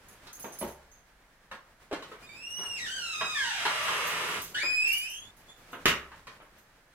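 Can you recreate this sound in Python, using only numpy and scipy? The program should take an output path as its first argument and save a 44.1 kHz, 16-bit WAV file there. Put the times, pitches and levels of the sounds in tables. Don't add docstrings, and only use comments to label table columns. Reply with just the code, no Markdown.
import sys
import numpy as np
from scipy import signal
from scipy.fft import rfft, irfft, next_fast_len
from scipy.io import wavfile
from scipy.ndimage import uniform_filter1d, map_coordinates

SR = 44100
rng = np.random.default_rng(int(sys.argv[2]) if len(sys.argv) > 2 else 0)


def to_wav(s):
    ch = np.atleast_2d(s).T
    pcm = np.round(np.clip(ch, -1, 1) * 32767)
    wavfile.write(sys.argv[1], SR, pcm.astype(np.int16))


N = 306054


def amp(db):
    return 10 ** (np.asarray(db) / 20)


def unit(x):
    return x / np.sqrt(np.mean(x ** 2) + 1e-20)


def along(points, hz):
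    f, v = np.transpose(points)
    return np.interp(np.log(hz + 1), np.log(f), v)


def curves(rows):
    s, *cols = np.transpose(rows)
    return [np.interp(np.arange(N) / SR, s, c) for c in cols]


def during(rows):
    t = np.arange(N) / SR
    return uniform_filter1d(1. * ((t >= rows[0][0]) & (t <= rows[-1][0])), size=200)


def wobble(rate):
    return map_coordinates(rng.standard_normal(int(N * rate / SR) + 4), [np.arange(N) * rate / SR])


def filtered(x, response):
    n = x.shape[-1]
    m = next_fast_len(n + 8192)
    return irfft(rfft(x, m) * response(np.fft.rfftfreq(m, 1 / SR)), m)[..., :n]


def below(hz, edge_hz):
    return 1 / (1 + (hz / edge_hz) ** 8)


def steady(x):
    power = np.abs(uniform_filter1d(uniform_filter1d(np.mean(x ** 2, 0), size=2600), size=1800))
    return x / np.sqrt(power + power.max() / 10 ** 4)


def add(track, s, sound):
    part = track[..., max(round(s * SR), 0):][..., :sound.shape[-1]]
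    part += sound[..., :part.shape[-1]]


def diffuse(count):
    # frequency in Hz, left-right correlation.
    likeness = [(280, 0.97), (500, 0.82), (1000, 0.67), (2000, 0.24), (5000, -0.11)]
    angle = lambda hz: np.arccos(np.clip(along(likeness, hz), -1, 1)) / 2
    noise = rng.standard_normal((2, count))
    mid, side = filtered(noise, lambda hz: np.array([np.cos(angle(hz)), np.sin(angle(hz))]))
    return np.array([mid + side, mid - side])


def hall(x, direct_db, early_db=4, early_t60=0.27):
    # frequency in Hz, seconds to fall 60 dB.
    tail_t60 = [(60, 0.85), (250, 0.22), (600, 0.6), (1500, 0.5), (3500, 0.28), (7000, 0.24),
                (14000, 0.083)]
    hz, t, spectrum = signal.stft(diffuse(SR * 3 // 4), SR, nperseg=256)
    fade = amp(-60 * t / along(tail_t60, hz)[:, None]) + amp(early_db - 60 * t / early_t60)
    echo = signal.istft(spectrum * fade, SR, nperseg=256)[1]
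    echo /= np.linalg.norm(echo[0])
    echo[[0, 1], [4, 0]] += amp(direct_db)
    return signal.fftconvolve(x[None], echo / np.linalg.norm(echo[0]), axes=1)[:, :N]


def blow(response, t60, rise_s):
    t = np.arange(SR // 3) / SR
    ringing = unit(filtered(rng.standard_normal(len(t)), response))
    return ringing * amp(-60 * t / t60) * (1 - np.exp(-t / rise_s))


def air_and_rustle(air_db=-62.5, rustle_db=-2):
    # frequency in Hz, relative level in dB.
    air_tone = [(12, -40), (20, 0.5), (53, -1), (76, -34), (123, -13.5), (386, -19.5), (637, -15.5),
                (1150, -17), (1740, -13), (2720, -24), (15800, -36)]
    rustle_tone = [(40, -23), (80, -0.5), (230, -6), (1900, -9), (4000, -16), (11000, -23.5), (15800, -28)]
    # time in seconds, level in dB.
    movement = [(0, -57.5), (.7, -54), (1.05, -68.5), (1.8, -64), (2.15, -55), (4.3, -49.5), (5.2, -60.5),
                (5.75, -54.5), (6.55, -61), (6.94, -70)]
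    air = unit(filtered(diffuse(N), lambda hz: amp(along(air_tone, hz))))
    rustle = unit(filtered(diffuse(N), lambda hz: amp(along(rustle_tone, hz))))
    uneven_db = 2.5 * wobble(22)
    return amp(air_db) * air + rustle * amp(curves(movement)[0] + rustle_db + uneven_db)


def soft_clinks(stride_s=.2, spread_db=5, large_db=-16.5, large_spread_db=7.5):
    # start and end in seconds, mean clink level in dB.
    trots = [(0.661, 0.8, -44), (3.8, 5.15, -37.5), (5.279, 5.8, -46), (6.36, 6.7, -51.5)]
    return [(s + stride_s * rng.random() / 2,
             rng.normal(db, spread_db),
             rng.normal(large_db, large_spread_db))
            for start, end, db in trots for s in np.arange(start, end, stride_s)]


def collar_tags(low_db=1, high_db=-7, tick_db=-3, width_hz=110, ring_t60=0.087, bounce_s=0.022):
    # start in seconds, level in dB, the large tag's offset in dB.
    jingles = [(0.0844, -43.5, -14), (0.3293, -37, -6.5), (0.3965, -34, -22), (0.4244, -37, -7),
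               (0.5217, -38.5, -8.5), (0.5866, -28.5, -21), (0.9153, -55.5, 1.5), (4.0694, -29, -15),
               (4.4179, -28.5, -16), (4.9262, -24, -17), (4.9786, -27.5, -23)]
    # centre in Hz, level in dB.
    large_modes = [(6480, 0)]
    small_modes = [(10660, 0), (12490, -6), (13300, -7), (13850, -2), (14600, -8)]

    def ring(modes):
        struck = np.array(modes) + rng.standard_normal((len(modes), 2)) * [90, 5]
        peaks = lambda hz: sum(amp(db) / (1 + ((hz - centre) / width_hz) ** 2) for centre, db in struck)
        return blow(peaks, ring_t60, rise_s=0.00023)

    out = np.zeros(N)
    for s, db, large_db in jingles + soft_clinks():
        for bounce in range(2):
            tick = amp(tick_db) * blow(lambda hz: 1 - below(hz, 4300), t60=0.11, rise_s=.0003)
            large, small = ring(large_modes), ring(small_modes)
            clink = amp(large_db + low_db) * large + amp(high_db) * (small + tick)
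            add(out, s + bounce * bounce_s * rng.uniform(1, 2), amp(db - 6 * bounce) * clink)
    return hall(out, direct_db=-4.5)


def knocks(trim_db=-3, t60=0.099):
    # start in seconds, level in dB, thud and click offsets in dB.
    hits = [(0.2686, -43, -11, 0.5), (0.442, -36, 4.5, -15), (0.6113, -34, 8, -8),
            (0.6244, -40.5, 12.5, -8), (1.5129, -34, -5, -8), (1.9121, -34, 7.5, -11),
            (1.9263, -29.5, 1, -5), (2.0237, -38, -8, -3), (2.1159, -35.5, -5.5, -15),
            (2.5851, -37.5, 0, -14), (2.6299, -38.5, -3, -10), (3.2088, -21, -13, -21),
            (3.6526, -15.5, -14.5, -10.5), (3.8815, -20, -14.5, -10), (4.631, -32.5, -3.5, -25),
            (5.729, -31, -5.5, -22), (6.1163, -40.5, -12, -14), (6.269, -35.5, -8.5, -7),
            (6.4, -43.5, -4, -30)]
    # frequency in Hz, relative level in dB.
    wood_tone = [(25, -38), (68, -19), (120, -18), (170, -3), (240, -7), (420, 0), (750, -5.5),
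                 (1300, -13.5), (2400, -20), (4100, -17.5), (5500, -25.5), (9000, -32.5), (15000, -44)]
    bands = [lambda hz: below(hz, 1170),
             lambda hz: below(hz, 3200) - below(hz, 984),
             lambda hz: 1 - below(hz, 2250)]
    out = np.zeros((2, N))
    for s, db, thud_db, click_db in hits:
        thud, wood, click = (blow(lambda hz: band(hz) * amp(along(wood_tone, hz)), t60, rise_s=0.0006)
                             for band in bands)
        hit = amp(db + trim_db) * (amp(thud_db) * thud + wood + amp(click_db) * click)
        add(out, s, hall(hit, direct_db=-3))
    return out


def floor_boom(boom_hz=68, t60=0.98, rise_s=0.0073):
    # start in seconds, level in dB.
    booms = [(0.62, -49.5), (5.86, -44)]
    out, t = np.zeros(N), np.arange(SR) / SR
    for s, db in booms:
        envelope = amp(db - 60 * t / t60) * (1 - np.exp(-t / rise_s))
        add(out, s, envelope * np.sin(2 * np.pi * boom_hz * t))
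    return out


def slips(rate, rough, waver, scatter_db=-0.44):
    rate = rate * np.exp(waver * rough * wobble(45))
    cycles = np.cumsum(rate) / SR
    timing, strength = rng.standard_normal((int(cycles[-1]), 2)).T
    regular = np.arange(len(timing)) + .5
    due = regular + np.cumsum(timing * np.interp(regular, cycles, rough))
    at = np.interp(due, cycles, np.arange(N))
    inside = (due > 0) * (due < cycles[-1])
    size = amp(scatter_db * strength) / np.sqrt(np.interp(due, cycles, rate)) * inside
    taps = at.astype(int)[:, None] + np.arange(-7, 9)
    offset = taps - at[:, None]
    pulses = size[:, None] * np.sinc(offset) * np.cos(np.pi * offset / 16) ** 2
    return np.bincount(taps.clip(0, N - 1).ravel(), pulses.ravel(), N)


def hinge(rate, rough, waver, jolt_hz=700, catch_db=1.0):
    # frequency in Hz, gain in dB.
    squeal_tone = [(500, -43), (900, -7.5), (1300, -15.5), (1750, -1.5), (2100, -7.5), (2800, -5),
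                   (3700, -4.5), (4400, -9.5), (5500, -7.5), (8200, -13.5), (10500, -23), (15000, -33.5)]
    rasp_tone = [(50, -26), (150, 2), (300, -5), (480, -7), (720, -10.5), (1050, 3.5), (1500, -1.5),
                 (2700, 0), (4000, -10.5), (5500, -14.5), (10000, -17), (15500, -29)]
    pulses = slips(rate, rough, waver)
    slow = below(rate, jolt_hz)
    jolts = pulses * slow * amp(catch_db * wobble(170))
    squeal = filtered(pulses * (1 - slow), lambda hz: amp(along(squeal_tone, hz)))
    rasp = filtered(jolts, lambda hz: amp(along(rasp_tone, hz)))
    return squeal + rasp


def second_hinge(attack_s=0.017, fade_db=8, release_s=0.018, tilt_db=-11):
    # start and length in seconds, first and last slips per second, level in dB,
    # timing scatter as a share of the period.
    squeaks = [(2.222, 0.036, 2380, 2500, -46, .006), (2.26, .07, 3640, 3700, -46, .006),
               (3.345, .16, 1830, 1390, -30, 0.033), (4.544, 0.089, 1400, 1560, -42, .07),
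               (4.85, .14, 2400, 2350, -33.5, .03), (4.999, .16, 2400, 2950, -35.5, 0.034),
               (5.481, 0.039, 3400, 3500, -43.5, 0.0082)]
    t, rows = np.arange(N) / SR, np.array(squeaks)
    current = np.searchsorted(rows[1:, 0], t)
    start, length, first_hz, last_hz, db, rough = rows[current].T
    age = np.maximum(t - start, 0)
    progress = np.minimum(age / length, 1)
    sound = hinge(first_hz + (last_hz - first_hz) * progress, rough, waver=.6)
    envelope = np.minimum(age / attack_s, 1) * np.exp(-np.maximum(age - length, 0) / release_s)
    out = steady(sound[None])[0] * envelope * amp(db - fade_db * progress)
    mellow = filtered(out, lambda hz: amp(tilt_db * (0.5 - below(hz, 2830))))
    return hall(mellow, direct_db=1)


def pin_roughness(rate, clean=0.00247, rasp=.28, rasp_hz=580.6, glide_s=.006):
    glide = uniform_filter1d(np.abs(np.gradient(np.log(rate))) * SR, size=900)
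    return clean + rasp / (1 + (rate / rasp_hz) ** 4.2) + glide_s * glide


def swing(motion, level, leaf_db, plate_db, direct_db, waver):
    rate, = curves(motion)
    sound = hall(hinge(rate, pin_roughness(rate), waver), direct_db)
    lows = filtered(sound, lambda hz: below(hz, 3700))
    leaf_level, plate_level = curves(level)
    leaf = amp(leaf_level + leaf_db) * steady(lows)
    plate = amp(plate_level + plate_db) * steady(sound - lows)
    return during(level) * (leaf + plate)


def door_swings():
    # time in seconds, slips per second.
    opening_rate = [(2.3, 2310), (2.44, 2790), (2.57, 2910), (2.75, 2760), (2.81, 1950), (2.86, 1800),
                    (2.875, 1490), (2.95, 1584), (3.02, 1385), (3.12, 1310), (3.14, 1230), (3.26, 1285),
                    (3.35, 1207), (3.46, 960), (3.64, 646), (4.22, 491), (4.45, 194)]
    closing_rate = [(4.545, 1470), (4.59, 2070), (4.64, 2480), (4.8, 2520), (4.92, 2770), (4.97, 2980),
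                    (5.1, 3020), (5.3, 3530)]
    # time in seconds, leaf level in dB, plate level in dB.
    opening_level = [(2.29, -53, -67), (2.415, -51, -57), (2.44, -44, -53.5), (2.6, -44.5, -41.5),
                     (2.7, -40.5, -47), (3.3, -38.5, -45.5), (3.95, -33, -44), (4.378, -36, -46),
                     (4.53, -66, -60)]
    closing_level = [(4.545, -35, -45.5), (4.66, -30.5, -38), (4.82, -27.5, -37), (4.94, -28.5, -43.5),
                     (5.06, -45.5, -56), (5.18, -48.5, -46), (5.31, -61.5, -64.5)]
    opening = swing(opening_rate, opening_level, leaf_db=2, plate_db=3, direct_db=-4.5, waver=.7)
    closing = swing(closing_rate, closing_level, leaf_db=1.5, plate_db=-2, direct_db=-2, waver=0.447)
    return opening + closing


def slam():
    # start in seconds, level in dB, seconds to fall 60 dB.
    hits = [(5.856, -10, 0.038), (5.863, -16, 0.035), (5.881, -17, 0.08)]
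    # frequency in Hz, relative level in dB.
    frame_tone = [(25, -29), (70, -19), (120, -22), (185, -12.5), (245, -6), (310, -19), (400, -1.5),
                  (750, -24.5), (1100, -6), (1700, -7), (2700, -6.5), (3800, -15.5), (9000, -25.5),
                  (15800, -27)]
    out = np.zeros((2, N))
    for s, db, t60 in hits:
        bang = blow(lambda hz: amp(along(frame_tone, hz)), t60, rise_s=0.00027)
        add(out, s, hall(amp(db) * bang, direct_db=-4))
    return out


def scene():
    # frequency in Hz, dB by which the right side is louder.
    right_lead = [(500, 0), (1000, 0), (2000, 1.5), (12000, 3)]
    mix = door_swings() + second_hinge() + knocks() + slam() + floor_boom()
    mix += collar_tags() + air_and_rustle()
    return filtered(mix, lambda hz: amp(np.outer([-.5, .5], along(right_lead, hz))))


def record(dry, top_hz=15850):
    return filtered(dry, lambda hz: hz < top_hz)


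dry = scene()
out = record(dry)
to_wav(out)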